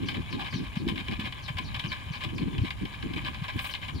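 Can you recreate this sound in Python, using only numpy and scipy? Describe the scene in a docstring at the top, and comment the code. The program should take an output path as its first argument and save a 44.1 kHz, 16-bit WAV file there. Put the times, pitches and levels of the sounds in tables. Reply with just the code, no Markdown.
"""A motor-driven pottery wheel spins in a small workshop. From the start the heavy wheel rumbles in
uneven surges over a faint motor hum, hiss and whine; its metal frame rings with bursts of chatter and
hard clacks, and thin falling chirps, probably small birds, come in runs. At 0.4 s there is a short
hollow scrape. Then the wheel starts to thump unevenly, hardest around 2.6 s. Near the end something
swishes briefly on the left."""
import sys
import numpy as np
from scipy import signal
from scipy.fft import rfft, irfft
from scipy.io import wavfile
from scipy.ndimage import uniform_filter1d

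SR = 44100
rng = np.random.default_rng(int(sys.argv[2]) if len(sys.argv) > 2 else 0)


def master_out(mix):
    """Clip the mix to full scale and print it as 16-bit PCM to the path in sys.argv[1]."""
    frames = np.transpose(np.atleast_2d(mix))
    ceiling = np.clip(frames, -1, 1)
    pcm = np.round(ceiling * 32767).astype(np.int16)
    wavfile.write(sys.argv[1], SR, pcm)


N = 176400
T = np.arange(N) / SR
SIDES = np.array([[1], [-1]])  # left, right


def from_db(db):
    """Decibels to gain."""
    return 10 ** (np.asarray(db) / 20)


def rms_one(x):
    """Scale to rms 1."""
    return x / np.sqrt(np.mean(x ** 2) + 1e-20)


def drift(rate_hz):
    """Smooth random motion of spread 1."""
    pole = np.exp(-2 * np.pi * rate_hz / SR)
    return rms_one(signal.lfilter([1], [1, -2 * pole, pole * pole], rng.standard_normal(2 * N))[N:])


def colour(x, curve):
    """Shape a signal with an EQ curve of (Hz, dB) points; rms 1."""
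    hz, db = np.transpose(curve)
    bins_hz = np.maximum(np.fft.rfftfreq(N, 1 / SR), 1)
    gains = from_db(np.interp(np.log(bins_hz), np.log(hz), db))
    return rms_one(irfft(rfft(x) * gains, N))


def butter(x, order, hz, kind):
    """Butterworth filter."""
    return signal.sosfilt(signal.butter(order, hz, kind, fs=SR, output="sos"), x)


def stereo_noise(correlation):
    """White noise with a given left-right correlation."""
    mid, side = rng.standard_normal((2, N))
    return np.sqrt((1 + correlation) / 2) * mid + np.sqrt((1 - correlation) / 2) * side * SIDES


def pan(db):
    """Constant-power gains; positive dB leans left."""
    return rms_one(from_db(db / 2 * SIDES))


def gate(start, length, attack_s, release_s):
    """Attack, hold and exponential release."""
    rise = np.clip((T - start) / attack_s + .5, 0, 1)
    return rise * np.exp(-np.clip(T - start - length, 0, .5) / release_s)


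def workshop(x, t60_s=0.16):
    """Short reflections from the walls: eight feedback delays a side."""
    out = np.zeros((2, N))
    for k, lag in enumerate((rng.uniform(.007, 0.03, 16) * SR).astype(int)):
        loop, feedback = x[k % 2].copy(), from_db(-60 * lag / SR / t60_s)
        for i in range(lag, N, lag):
            loop[i:i + lag] += feedback * loop[i - lag:i][:N - i]
        out[k % 2] += (loop - x[k % 2]) * (-1) ** (k // 2)
    return out / 2


# EQ of the motor's running noise and of its hiss. Each row: frequency in Hz, relative level in dB.
RUNNING_EQ = [(150, 8), (500, -0.5), (720, 1.5), (1050, 6.5), (1400, -7), (2400, -9), (4000, -33)]
HISS_EQ = [(2500, -8), (5000, -1), (9600, -1.5), (13800, -9), (15500, -7)]
# The motor's whine. Each row: pitch in Hz, level in dB.
WHINE_TONES = [(6870, -71.5), (9510, -74.5), (11700, -76.5)]


def motor(hum_hz=99, whine_width_hz=70):
    """The bed: wavering mains hum and running noise, with thin hiss and a faint whine on the left."""
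    hum = from_db(-52 + 2 * drift(4.7)) * np.sqrt(2) * np.sin(2 * np.pi * hum_hz * T + drift(4.0))
    running = from_db(-51.5) * pan(3.5) * colour(stereo_noise(0), RUNNING_EQ)
    hiss = from_db(-65 + drift(27)) * colour(stereo_noise(0.97), HISS_EQ)
    whine = 0
    for hz, db in WHINE_TONES:
        flutter = drift(whine_width_hz) + 1j * drift(whine_width_hz)
        whine += from_db(db) * (flutter * np.exp(2j * np.pi * hz * T)).real
    return hum + running + pan(21.5) * (hiss + whine)


def swish(peak_s=3.655, width_s=0.078):
    """A brief bright, grainy swish on the left."""
    swell = np.exp(-((T - peak_s) / width_s) ** 2)
    grain = from_db(-49.5 + 4.3 * drift(40))
    air = colour(stereo_noise(0.43), [(3000, -16), (6000, -16.5), (9000, -8.5), (15000, -10)])
    return swell * grain * pan(18) * air


# EQ of the scrape. Each row: frequency in Hz, relative level in dB.
SCRAPE_EQ = [(500, -13), (830, 20), (1050, -3), (2200, -61)]


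def scrape(peak_s=0.413, width_s=0.03):
    """A short scrape: noise made hollow by one midrange peak."""
    swell = np.exp(-((T - peak_s) / width_s) ** 2)
    return from_db(-41) * swell * colour(stereo_noise(0.18), SCRAPE_EQ)


def rough_glides(calls, hz, length_s, octaves_per_s, width_hz):
    """Raspy tones that swell, fall in pitch and fade, each a little different."""
    out = np.zeros(N)
    rasp = drift(width_hz) + 1j * drift(width_hz)
    for (start, db), (detune, slope) in zip(calls, rng.standard_normal((len(calls), 2))):
        on = (T > start) & (T < start + length_s)
        age = T[on] - start
        pitch_hz = hz * 2 ** (.03 * detune - octaves_per_s * (1 + 0.199 * slope) * age)
        phase = 2 * np.pi * np.cumsum(pitch_hz) / SR
        swell = np.sqrt(np.abs(np.sin(np.pi * age / length_s)))
        out[on] += from_db(db) * swell * (rasp[on] * np.exp(1j * phase)).real
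    return out


# Falling chirps. Each row: start in seconds, level of the lower tone in dB.
CHIRP_CUES = [(.053, -49), (0.297, -49), (.493, -52), (0.529, -45.5), (0.754, -53.5), (1.421, -48),
              (1.632, -49.5), (1.87, -49.5), (2.111, -48.5), (2.344, -52), (2.602, -57.5), (3.7, -47),
              (3.934, -50.5)]
# Soft whistles. Each entry: start in seconds.
WHISTLE_CUES = [.21, 1.34, 2.5, 3.55]


def birds():
    """Each chirp is a thin falling tone over a stronger, lower one just behind it; whistles in between."""
    upper = rough_glides([(start, db - 8) for start, db in CHIRP_CUES],
                         hz=6480, length_s=.065, octaves_per_s=8.3, width_hz=160)
    lower = rough_glides([(start + .008, db) for start, db in CHIRP_CUES],
                         hz=4850, length_s=.065, octaves_per_s=6.5, width_hz=330)
    whistles = rough_glides([(start, -53) for start in WHISTLE_CUES],
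                            hz=3480, length_s=.07, octaves_per_s=.6, width_hz=90)
    calls = pan(9.7) * (upper + lower + whistles)
    return calls + from_db(-5) * workshop(calls)


# Bursts of chatter in the frame. Each row: start in seconds, length in seconds, drive level in dB.
CHATTER_CUES = [(0.086, 0.035, -40.5), (0.14, 0.031, -38), (0.392, 0.03, -36), (0.444, 0.041, -39),
                (0.524, 0.023, -37.5), (0.755, 0.017, -38.5), (0.877, 0.021, -36.5), (0.974, 0.036, -37.5),
                (1.111, 0.027, -37.5), (1.193, 0.026, -38), (1.253, 0.026, -37), (1.479, 0.013, -33.5),
                (1.568, 0.024, -37), (1.743, 0.024, -35), (1.792, 0.0084, -37), (1.837, 0.029, -38),
                (1.916, 0.015, -33.5), (2.13, 0.023, -40), (2.206, 0.022, -37.5), (2.234, 0.015, -35),
                (2.646, 0.037, -39), (3.16, 0.03, -36.5), (3.247, 0.039, -35), (3.436, 0.017, -36.5),
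                (3.481, 0.019, -36), (3.577, 0.033, -40.5), (3.641, 0.026, -34.5), (3.689, 0.023, -39),
                (3.824, 0.025, -39.5), (3.879, 0.015, -37)]


def chatter_envelope(attack_s=.002, release_s=0.0067):
    """How hard the frame rattles: a restless floor, and bursts that each open with a firmer contact."""
    power = from_db(-47.5 + 2.8 * drift(16.3)) ** 2
    for start, length, db in CHATTER_CUES:
        burst = gate(start, length, attack_s, release_s)
        accent = gate(start, 0, attack_s, release_s)
        power += from_db(db) ** 2 * (burst ** 2 + accent ** 2)
    return np.sqrt(power)


def contacts(per_s=1000):
    """Dense random metal contacts, their sizes evened out over a few milliseconds."""
    hits = 1. * (rng.random(N) < per_s / SR)
    density = np.abs(uniform_filter1d(hits, size=400))
    return hits / np.sqrt(density + 1e-4)


# Hard single clacks. 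Each row: start in seconds, drive level of the buzz in dB.
CLACK_CUES = [(0.085, -24.5), (0.326, -32.5), (0.886, -26), (.957, -33.5), (1.082, -31), (1.197, -32.5),
              (1.323, -31.5), (1.584, -26), (1.795, -27), (2.238, -28.5), (2.38, -31.5), (2.58, -31.5),
              (2.705, -27.5), (2.852, -33), (3.025, -34), (3.135, -32), (3.344, -34.5), (3.59, -26),
              (3.737, -27.5), (3.75, -30.5)]


def clacks(strike_over_buzz_db=13, decay_s=0.0059):
    """Each clack is a clean strike, then a brief buzz; returns the strikes and the buzz envelope."""
    strikes, buzz = np.zeros((2, N))
    for start, db in CLACK_CUES:
        strikes[int(start * SR)] += from_db(db + strike_over_buzz_db)
        buzz += from_db(db) * (T >= start) * np.exp(-np.clip(T - start, 0, .5) / decay_s)
    return strikes, buzz


# EQ of the contacts' bright edge. Each row: frequency in Hz, relative level in dB.
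TICK_EQ = [(4000, 3), (5500, -12), (6700, -2.5), (15500, -10)]


def ticks(envelope):
    """The crisp top of the metal contacts, far to the left."""
    edge = envelope * stereo_noise(0.96)
    return from_db(-18.5) * np.std(edge) * pan(23) * colour(edge, TICK_EQ)


# Resonances of the metal frame. Each row: centre in Hz, width in Hz, level in dB,
# left over right in dB, phase lead of the left side in radians.
FRAME_MODES = [(586, 134, -20, -0.5, -2), (791, 84, -20, 0, -0.5), (1020, 92, -10, 1, -1.7),
               (1151, 123, -12.5, 3, -2), (1652, 190, -9, -4.5, -1.43), (2140, 335, -10.5, -0.5, -1.16),
               (2300, 132, -9.5, 14, -0.8), (2488, 140, -9, -0.5, -1.66), (2905, 360, -9.5, 13, -1.5),
               (3107, 154, -9.5, 3, -0.04), (3410, 150, -13.5, 11.5, 0.2), (3844, 440, -13, 8, -0.6),
               (4790, 1650, -17, 9.5, 1.3)]


def frame(top_hz=5390, clack_db_per_octave=2):
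    """Chatter and clacks ring the metal frame's resonances, with bright ticks on top."""
    rattle = chatter_envelope()
    chatter = rattle * contacts()
    strikes, buzz = clacks()
    body = 0
    for k, (hz, width, db, pan_db, lead) in enumerate(FRAME_MODES):
        tilt = from_db(clack_db_per_octave * np.log2(hz / 2500))
        drive = (chatter + tilt * buzz) * stereo_noise(0.75) + tilt * strikes * (-1) ** k
        ring = butter(drive + 1e-18, 2, [hz - width / 2, hz + width / 2], "band")
        spread = (signal.hilbert(ring) * np.exp(.5j * lead * SIDES)).real
        makeup = np.sqrt(SR / 2 / width)  # narrow bands pass less power
        body += from_db(db) * pan(pan_db) * makeup * spread
    return butter(body, 8, top_hz, "low") + ticks(rattle + buzz)


# EQ of the wheel's steady rumble. Each row: frequency in Hz, relative level in dB.
RUMBLE_EQ = [(20, -7.5), (55, 9.5), (120, 6.5), (280, -7), (1400, -92)]


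def wheel_rumble():
    """The heavy wheel's constant low end, gently wavering."""
    return from_db(-41 + 2 * drift(5.4)) * colour(stereo_noise(0.28), RUMBLE_EQ)


# Surges of rumble. Each row: start in seconds, length in seconds, level in dB.
SURGE_CUES = [(0, 0.14, -33.5), (0.152, 0.055, -32), (0.305, 0.14, -35.5), (0.529, 0.11, -34.5),
              (0.794, 0.091, -32), (0.893, 0.13, -34), (1.087, 0.049, -32.5), (1.181, 0.097, -40),
              (1.601, 0.068, -42.5), (1.828, 0.099, -43.5), (2.246, 0.13, -38.5), (2.352, 0.091, -31),
              (2.457, 0.2, -33.5), (2.815, 0.043, -31), (3.032, 0.085, -34), (3.135, 0.18, -38),
              (3.54, 0.046, -36), (3.924, 0.13, -38.5)]


def wheel_surges(low_hz=85, top_hz=315.5):
    """The wheel's rumble swells unevenly: gated, fluttering low noise with a steep upper edge."""
    noise = butter(stereo_noise(0), 2, low_hz, "high")
    noise = butter(noise, 6, top_hz, "low") * from_db(4.2 * drift(18))
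    out = 0
    for start, length, db in SURGE_CUES:
        shape = gate(start, length, attack_s=0.013, release_s=0.0037)
        out += from_db(db) * np.sqrt(np.mean(shape ** 2)) * rms_one(shape * noise)
    return out


# Thumps of the wheel. Each row: centre in seconds, peak level in dB, pitch in Hz.
THUMP_CUES = [(0.547, -21.5, 129), (0.562, -23, 200), (0.774, -19, 180), (0.871, -18, 277),
              (1.194, -25.5, 218), (1.507, -26.5, 124), (1.56, -28.5, 80), (1.779, -29, 115),
              (1.851, -24.5, 146), (2.074, -29, 85), (2.111, -24, 140), (2.268, -25, 102),
              (2.592, -19, 101), (2.623, -16.5, 103), (2.638, -20.5, 240), (3.424, -24, 141),
              (3.563, -25, 127), (3.956, -23.5, 86)]


def wheel_thumps(width_cycles=0.82):
    """The wheel thumps: a cycle or two of a low tone, slightly out of phase between the sides."""
    out = 0
    for (centre, db, hz), (phase, skew) in zip(THUMP_CUES, rng.standard_normal((len(THUMP_CUES), 2))):
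        cycles = (T - centre) * hz
        phases = np.pi * phase + .5 * np.tanh(skew) * SIDES
        pulse = np.exp(-(cycles / width_cycles) ** 2)
        out += from_db(db) * pulse * np.cos(2 * np.pi * cycles + phases)
    return pan(2.6) * out


def scene():
    """The mix: the bright layers feed the room, while the wheel and motor stay dry."""
    bright = frame() + birds() + swish() + scrape()
    room = from_db(-9.5) * workshop(bright)
    wheel = wheel_rumble() + wheel_surges() + wheel_thumps()
    return bright + room + wheel + motor()


def record(dry):
    """A steep high cut at 15750 Hz."""
    return signal.sosfilt(signal.ellip(12, .1, 90, 15750, fs=SR, output="sos"), dry)


dry = scene()
out = record(dry)
master_out(out)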